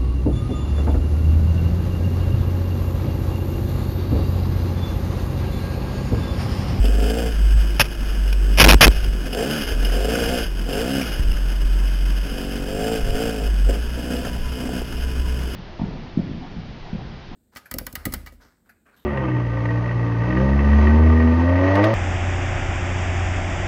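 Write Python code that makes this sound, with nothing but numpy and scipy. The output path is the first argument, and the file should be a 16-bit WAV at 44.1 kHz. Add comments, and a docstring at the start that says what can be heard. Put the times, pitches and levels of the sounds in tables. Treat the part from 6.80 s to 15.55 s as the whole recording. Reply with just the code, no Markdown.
"""A four-stroke dirt bike booms and clatters up a rocky trail, heard close from a helmet camera.
The exhaust booms at the firing rate, the airbox honks as the throttle opens, the pipe pops when the
engine stumbles, and the clatter rings the camera's case. A second bike drones some way ahead.
Wind buffets the microphone; branches whip the helmet, shake the camera and overload it."""
import sys
import numpy as np
from scipy import signal
from scipy.fft import irfft
from scipy.io import wavfile
from scipy.ndimage import uniform_filter1d

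SR = 44100
rng = np.random.default_rng(int(sys.argv[2]) if len(sys.argv) > 2 else 0)


def to_wav(s):
    """Save 16-bit WAV."""
    ch = np.atleast_2d(s).T  # columns
    pcm = np.round(np.clip(ch, -1, 1) * 32767)  # PCM
    wavfile.write(sys.argv[1], SR, pcm.astype(np.int16))


N = 385875
TIME = np.arange(N) / SR
BINS = np.fft.rfftfreq(8192, 1 / SR)

# resonances of the exhaust pipe (frequency [Hz], width [Hz], relative level [dB])
PIPE_MODES = [(144, 16, -3), (224.6, 104, 1), (267, 61, 4)]
# resonances of the airbox (frequency [Hz], width [Hz], relative level [dB])
AIRBOX_MODES = [(439.5, 101, 11), (530.5, 82, 6.5), (597, 12, 0), (702.4, 91, 5), (874, 100, -11.5)]
# resonances of the case around the microphone (frequency [Hz], width [Hz], relative level [dB])
CASE_MODES = [(1659, 290, -4), (2106, 125, -7.5), (2530, 140, -6), (2889, 108, -3), (3064, 120, -6)]
# spectrum of the mechanical clatter (frequency [Hz], relative level [dB])
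CLATTER_SPECTRUM = [(200, -10), (600, 0.5), (1100, -13), (1500, -1), (1950, -27), (2350, -10.5), (2900, -3),
                    (3300, -5), (3800, -12.5)]


def surges(attack_s=0.04, release_s=0.15, run_down_s=0.2, rattle_down_s=0.23, coast_rough=0.35):
    """Throttle pulls that rev the engine up, and spells of sputter and clatter with no gain in revs."""
    # engine surges and rattles (start [s], end [s], firing rate gained [Hz], relative bark [dB],
    # relative honk [dB], relative clatter [dB], roughness [0-1])
    spells = [(0.0, 0.154, 1, -30, -32, -38.5, 1), (0.153, 0.41, 9, -27.5, -26.5, -33, 0.66),
              (2.08, 2.123, 0, -46, -50, -32, 0.2), (2.416, 2.503, 1, -31, -36, -43, 0.93),
              (2.511, 2.75, 33.5, -27.5, -20.5, -27.5, 0.32), (2.858, 3.08, 0, -36, -39.5, -35.5, 0.95),
              (3.101, 3.396, 16, -27, -24, -28, 0.73), (3.436, 3.541, 17, -27.5, -25, -29, 0.17),
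              (3.851, 4.161, 24.5, -25.5, -24, -28.5, 0.33), (4.23, 4.274, 0, -39, -50, -31, 0.3),
              (5.425, 5.546, 0, -35, -38.5, -42.5, .5), (5.54, 5.839, 0, -30, -35, -40.5, 0.14),
              (5.857, 6.123, 10, -28, -26, -35, 0.37), (6.22, 6.45, 9, -27.5, -27, -32.5, 0.41),
              (6.488, 6.603, 1, -32, -32.5, -56, 0.5), (6.851, 6.887, 0, -29, -31, -39, 0.67),
              (7.148, 7.438, -0.5, -29.5, -34, -38, 0.99), (7.73, 7.931, 0, -30.5, -37.5, -39, 1)]
    surge, revs_hz, extra_rough, bark_power, honk_power, clatter_power = np.zeros((6, N))
    for start, end, gained_hz, bark_db, honk_db, clatter_db, rough in spells:
        length = end - start
        gate = hump(length, attack_s, release_s)
        spin = hump(length, attack_s, rattle_down_s)
        climb = hump(length, length, np.inf)
        swell_db = 6.5 * np.tanh(gained_hz / 4.6) * (climb - 1)  # louder as the engine picks up
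        # past 14.6 Hz of gain the engine breathes out of tune with the airbox
        detune_db = 0.92 * np.maximum(gained_hz * climb - 14.6, 0)
        add(surge, start, gate)
        add(revs_hz, start, gained_hz * hump(length, length, run_down_s))
        add(extra_rough, start, (rough - coast_rough) * gate)
        add(bark_power, start, (amp(bark_db + swell_db) * gate) ** 2)
        add(honk_power, start, (amp(honk_db + swell_db - detune_db) * gate) ** 2)
        add(clatter_power, start, (amp(clatter_db + swell_db) * spin) ** 2)
    layers = [(bark_power, -49), (honk_power, -52.5), (clatter_power, -37.5)]
    levels_db = [10 * np.log10(power + amp(coast_db) ** 2) for power, coast_db in layers]
    return np.minimum(surge, 1), revs_hz, np.clip(coast_rough + extra_rough, 0, 1), *levels_db


def exhaust(cycles, surge, revs_hz, steady_hz=48):
    """A deep boom once per firing, thinner and less steady at speed, with weak wavering overtones."""
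    # the boom with the throttle shut (time [s], relative level [dB])
    boom_levels = [(0, -8), (.5, -17.5), (.76, -11), (1.02, -22), (1.1, -29.5), (1.48, -13.5),
                   (2.34, -17.5), (2.44, -24), (2.88, -23), (2.95, -11.5), (3.7, -22), (4.3, -20),
                   (4.9, -14.5), (5.35, -17), (5.6, -27), (6.55, -24.5), (6.89, -9), (6.97, -25),
                   (8.08, -35), (8.34, -23), (8.74, -27.5)]
    # its overtones (multiple of the firing rate, level [dB])
    overtones = [(2, -42), (3, -48), (4, -48), (5, -54.5), (6, -58.5), (7, -47.5)]
    level_db = follow(boom_levels)[0] + 6 - 3 * surge - 0.47 * revs_hz
    firing_hz = np.gradient(cycles) * SR
    flutter_db = 1 + 0.0821 * np.maximum(firing_hz - steady_hz, 0)
    boom = amp(level_db + flutter_db * wander(hz=10)) * np.sin(2 * np.pi * cycles)
    for order, db in overtones:
        boom += amp(db + 3 * wander(hz=14)) * np.sin(2 * np.pi * (order * cycles + rng.random()))
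    return np.sqrt(2) * boom


def firing(cycles, rough, puff_cycles=0.86):
    """Pressure pulses, each with a puff of turbulent gas that grows with roughness."""
    gas = unit(np.exp(-(cycles % 1) / puff_cycles) * rng.standard_normal(N))
    gas_share = 0.87 * rough
    return (unit(pulses(cycles)) + gas_share * gas) / np.hypot(1, gas_share)


def sputter(cycles, rough):
    """A rough engine fires unevenly: how much stronger or weaker each firing is, in dB."""
    chance = rng.standard_normal(N)[np.floor(cycles).astype(int)].clip(-1.5, 1.5)
    spread_db = 2.5 * rough
    bias_db = 20 * np.log10(np.cosh(spread_db * np.log(10) / 20))  # holds the mean strength about even
    return uniform_filter1d(spread_db * chance - bias_db, size=90)


def bark(cycles, rough, level_db):
    """Firing pulses ring the exhaust pipe, which barks under load."""
    return amp(level_db) * colour(firing(cycles, rough), peaks(PIPE_MODES))


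def intake(cycles, rough, level_db, shut_phase=0.364):
    """The inlet valve, opening and snapping shut, makes the airbox honk."""
    valve = firing(cycles, rough) + 0.85 * firing(cycles + 1 - shut_phase, rough)
    return amp(level_db + 1) * colour(valve, peaks(AIRBOX_MODES))


def pops(attack_s=0.001, t60=0.032):
    """Unburnt mixture goes off in the pipe: a short puff that rings pipe, airbox and camera case."""
    # stumbles of the engine (time [s], relative level [dB])
    stumbles = [(2.921, -16), (6.893, -8), (7.352, -16), (7.446, -18), (7.469, -14), (7.564, -17.5),
                (7.836, -16.5), (7.891, -14), (7.934, -15), (8.016, -14)]
    force, t = np.zeros(N), np.arange(SR // 10) / SR
    for s, db in stumbles:
        add(force, s, amp(db - 6) * np.minimum(t / attack_s, 1) * decay(t, t60))
    resonances = peaks(PIPE_MODES) + amp(-3) * peaks(AIRBOX_MODES) + amp(-10) * peaks(CASE_MODES)
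    return force * colour(rng.standard_normal(N), resonances)


def clatter(cycles, honk_db, level_db):
    """Valve ticks and the grit of chain and gravel throb with the engine and ring the camera's case."""
    effort = amp((honk_db - honk_db.max()) / 2)  # the ticks harden into a rasp under load
    throb = 1 + 0.068 * np.cos(2 * np.pi * cycles)
    grit = unit(throb * amp(1.23 * wander(hz=70)) * rng.standard_normal(N))
    ticks = unit((pulses(cycles) + pulses(cycles - 0.43)) * amp(3 * wander(hz=92)))
    gain = amp(level_db + 1 + wander(hz=23.2))
    spectrum = shape(CLATTER_SPECTRUM) + amp(3) * peaks(CASE_MODES)
    return gain * colour(grit + 0.5 * effort * ticks, spectrum)


def clanks(width_hz=450):
    """Chain and frame clank over the rocks: brief metallic rattles, each around one pitch."""
    # knocks from the trail (time [s], relative level [dB], pitch [Hz], t60 [s])
    knocks = [(0.055, -26, 2820, 0.05), (0.707, -31, 2800, 0.044), (2.529, -28, 2850, 0.097),
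              (3.049, -25, 3000, 0.037), (3.097, -29.5, 1599, 0.043), (3.927, -29, 2980, 0.16),
              (4.213, -26.5, 2340, 0.082), (4.514, -31.5, 2880, 0.09), (5.721, -29, 2720, 0.043),
              (6.945, -39, 2867, .05), (7.449, -29.5, 1570, 0.08)]
    out, t = np.zeros(N), np.arange(SR // 3) / SR
    for s, db, hz, t60 in knocks:
        spectrum = peaks([(hz, width_hz, 0)]) + amp(-12) * shape(CLATTER_SPECTRUM)
        rattle = colour(rng.standard_normal(len(t)), spectrum)[:len(t)]
        add(out, s, amp(db + 2) * decay(t, t60) * unit(rattle))
    return out


def gears(cycles, cruise_hz, order=15.9, fastest_db=-53.5, db_per_hz=0.9):
    """A faint unsteady whine follows the crank and sings louder as the bike rolls faster."""
    level_db = fastest_db + db_per_hz * (cruise_hz - cruise_hz.max()) + 4 * wander(hz=10.4)
    return amp(level_db) * np.sqrt(2) * np.sin(2 * np.pi * order * cycles + 1.3 * wander(hz=25))


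def branches(release_s=0.0057):
    """Each branch drags over the case, right at the microphone, in a burst of tiny slips."""
    # twigs and branches on the helmet (time [s], contact length [s], level [dB])
    scrapes = [(0.996, 0.0026, -8.5), (0.997, 0.0032, -16.5), (1.0057, 0.01, -7.5), (1.042, 0.017, -29),
               (1.527, 0.0021, -23), (1.774, 0.013, -19), (1.785, 0.0071, -12.5), (1.799, 0.0057, 1.5),
               (1.811, 0.0077, -1), (1.831, 0.021, -1.5), (1.884, 0.046, 3), (2.0081, 0.039, 3)]
    # spectrum of the scraping (frequency [Hz], relative level [dB])
    scrape_spectrum = [(60, 3.5), (150, 5.5), (300, -5.5), (520, 3.5), (750, -3), (1000, -1), (1600, -6.5),
                       (2000, -8.5), (2480, 7.5), (2800, -1), (3200, -0.5), (3800, -5)]
    force, t = np.zeros(N), np.arange(SR // 5) / SR
    for s, length, db in scrapes:
        add(force, s, amp(db) * np.exp(-np.maximum(t - length, 0) / release_s))
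    slips = amp(3 * wander(hz=700)) * rng.standard_normal(N)
    return force * colour(slips, shape(scrape_spectrum) + amp(4) * peaks(CASE_MODES))


def mount(swing_hz=49.3):
    """The jolted camera swings on its mount and pumps the air at the microphone."""
    # jolts to the camera (time [s], level [dB], t60 [s])
    jolts = [(1.8308, 15.5, 0.049), (1.852, 14, .25), (1.9136, 15.5, 0.21), (2.0596, 13.5, 0.22),
             (2.923, -8.5, 0.3), (4.396, -1, 0.3)]
    swing, t = np.zeros(N), np.arange(SR // 2) / SR
    for s, db, t60 in jolts:
        add(swing, s, amp(db) * decay(t, t60) * np.sin(2 * np.pi * swing_hz * t))
    return swing


def wind():
    """Lumpy turbulence around the helmet buffets the microphone."""
    # gusts on the helmet (peak time [s], length [s], relative level [dB])
    gusts = [(0.7, 0.53, -28), (1.275, 0.3, -34), (2.246, 0.41, -23), (2.94, 0.26, -21.5),
             (3.678, 0.28, -47.5), (4.443, 0.31, -17), (4.797, 0.55, -35), (6.269, 0.29, -16.5),
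             (6.681, 0.17, -26), (7.024, .2, -33), (7.569, .3, -25.5), (8.22, 0.28, -23.5),
             (8.503, 0.46, -37)]
    # spectrum of the buffeting (frequency [Hz], relative level [dB])
    wind_spectrum = [(12, 18.5), (25, 19), (45, 9.5), (80, -7), (160, -19), (320, -37), (700, -73),
                     (1500, -62)]
    strength = np.full(N, amp(-34.5))  # the steady headwind between gusts
    for s, length, db in gusts:
        half = length / 2
        add(strength, s - half, amp(db) * hump(half, half, half))
    return strength * amp(12 + 3 * wander(hz=8.3)) * colour(rng.standard_normal(N), shape(wind_spectrum))


def tyres(level_db=-34):
    """Below the rider, the tyres rumble steadily over the dirt."""
    # spectrum of the rumble (frequency [Hz], relative level [dB])
    roll_spectrum = [(30, 6.5), (80, -2), (160, 4), (320, -4.5), (600, -19), (1000, -17), (2000, -23),
                     (3800, -36.5)]
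    return amp(level_db + 2 * wander(hz=19)) * colour(rng.standard_normal(N), shape(roll_spectrum))


def bike_ahead(centre_hz=360, width_hz=200):
    """From far up the trail, a second engine carries only as a few wavering harmonics."""
    # the distant engine (time [s], firing rate [Hz], level [dB])
    far_engine = [(0, 68, -46), (.8, 138, -56), (1.35, 56, -50), (1.7, 58, -38.5), (2.3, 50.6, -40.5),
                  (4.5, 59, -44), (5.3, 28, -93), (7, 64, -79), (8.75, 46, -41)]
    firing_hz, level_db = follow(far_engine)
    cycles = np.cumsum(firing_hz * (1 + 0.0061 * wander(hz=4.9))) / SR
    drone = colour(pulses(cycles), peaks([(centre_hz, width_hz, 0)]))
    return amp(level_db + 0.93 * wander(hz=4.5)) * drone


def amp(db):
    """Decibels to gain."""
    return 10 ** (np.asarray(db) / 20)


def unit(x):
    """Scales to rms 1."""
    return x / np.sqrt(np.mean(x ** 2) + 1e-20)


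def follow(rows):
    """Each column of a timed curve, sample by sample."""
    s, *columns = np.transpose(rows)
    return [np.interp(TIME, s, column) for column in columns]


def shape(points):
    """Gain per bin of a spectrum (frequency [Hz], level [dB])."""
    hz, db = np.transpose(points)
    return amp(np.interp(np.log(BINS + 1), np.log(hz), db))


def peaks(modes):
    """Gain per bin of a set of resonances (frequency [Hz], width [Hz], level [dB])."""
    power = sum(amp(db) ** 2 / (1 + (2 * (BINS - hz) / width) ** 2) ** 2 for hz, width, db in modes)
    return np.sqrt(power)


def colour(x, gain):
    """Minimum-phase filter with the given gain per bin; the result has rms 1."""
    log_gain = np.log(gain / gain.max() + 1e-5)
    mirrored = np.concatenate([log_gain, log_gain[-2:0:-1]])
    taps = np.fft.ifft(np.exp(np.conj(signal.hilbert(mirrored)))).real[:len(BINS)]
    return unit(signal.oaconvolve(x, taps)[:N])


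def wander(hz, size=16384):
    """Smooth random drift of rms 1, rolling off above hz."""
    real, imaginary = rng.standard_normal((2, size))
    f = np.arange(size) * SR / N
    return unit(irfft((real + 1j * imaginary) * np.exp(-(f / hz) ** 2), N))


def pulses(cycles):
    """One click at each whole cycle, shared between the two nearest samples."""
    passed = np.floor(cycles) + np.clip((cycles % 1) / np.gradient(cycles), 0, 1)
    return np.diff(passed, prepend=passed[0])


def hump(length, rise, fall):
    """One second of envelope: eases up over rise, holds until length, eases down over fall (all in s)."""
    t = np.arange(SR) / SR
    up = np.sin(np.pi / 2 * np.clip(t / rise, 0, 1))
    down = np.cos(np.pi / 2 * np.clip((t - length) / fall, 0, 1))
    return (up * down) ** 2


def decay(t, t60):
    """Envelope that falls 60 dB in t60 seconds."""
    return np.exp(-np.log(1000) * t / t60)


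def add(mix, s, sound):
    """Mixes a sound in at s seconds."""
    part = mix[round(s * SR):][:len(sound)]
    part += sound[:len(part)]


def scene():
    """The mono mix at the helmet: one firing rate drives exhaust, intake, clatter and gears."""
    # engine speed as the bike rolls between throttle pulls (time [s], firing rate [Hz])
    cruise = [(0, 48), (.8, 50.6), (1.1, 48.7), (1.75, 47.2), (2.0, 57.5), (2.22, 50.3), (2.44, 44),
              (3.1, 43), (4.85, 44.5), (5.2, 45.3), (5.72, 46.7), (6.28, 46), (6.66, 51), (6.86, 45),
              (7.04, 58.7), (7.3, 62), (8.0, 62.5), (8.75, 62)]
    cruise_hz, = follow(cruise)
    surge, revs_hz, rough, bark_db, honk_db, clatter_db = surges()
    firing_hz = (cruise_hz + revs_hz) * (1 + 0.005 * wander(hz=15))
    cycles = np.cumsum(firing_hz) / SR  # one cycle per firing
    firing_db = sputter(cycles, rough)
    engine = exhaust(cycles, surge, revs_hz) + bark(cycles, rough, bark_db + firing_db)
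    engine += intake(cycles, rough, honk_db + firing_db) + pops()
    machinery = clatter(cycles, honk_db, clatter_db + 0.84 * firing_db)
    machinery += gears(cycles, cruise_hz) + clanks()
    return (engine + machinery + bike_ahead() + wind() + tyres() + branches() + mount())[None]


def record(dry, sample_hz=8000, ceiling=1.3, low_cut_hz=90, high_cut_hz=16000):
    """A cheap camera samples slowly, saturates, cuts the lows and clicks as it overflows full scale."""
    clipped = np.clip(signal.resample_poly(dry[0], sample_hz, SR), -ceiling, ceiling)
    thinned = signal.lfilter(*signal.butter(1, low_cut_hz, "high", fs=sample_hz), clipped)
    overflowed = thinned - np.trunc(thinned)
    # samples held as steps mirror the sound into the treble: a fizz, and a whine from the boom
    steps = signal.resample_poly(np.repeat(overflowed, 12), SR, 12 * sample_hz)[:N]
    lowpass_taps = signal.firwin(301, high_cut_hz, window=("kaiser", 7), fs=SR)
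    return signal.oaconvolve(steps, lowpass_taps, "same")[None]


dry = scene()
out = record(dry)
to_wav(out)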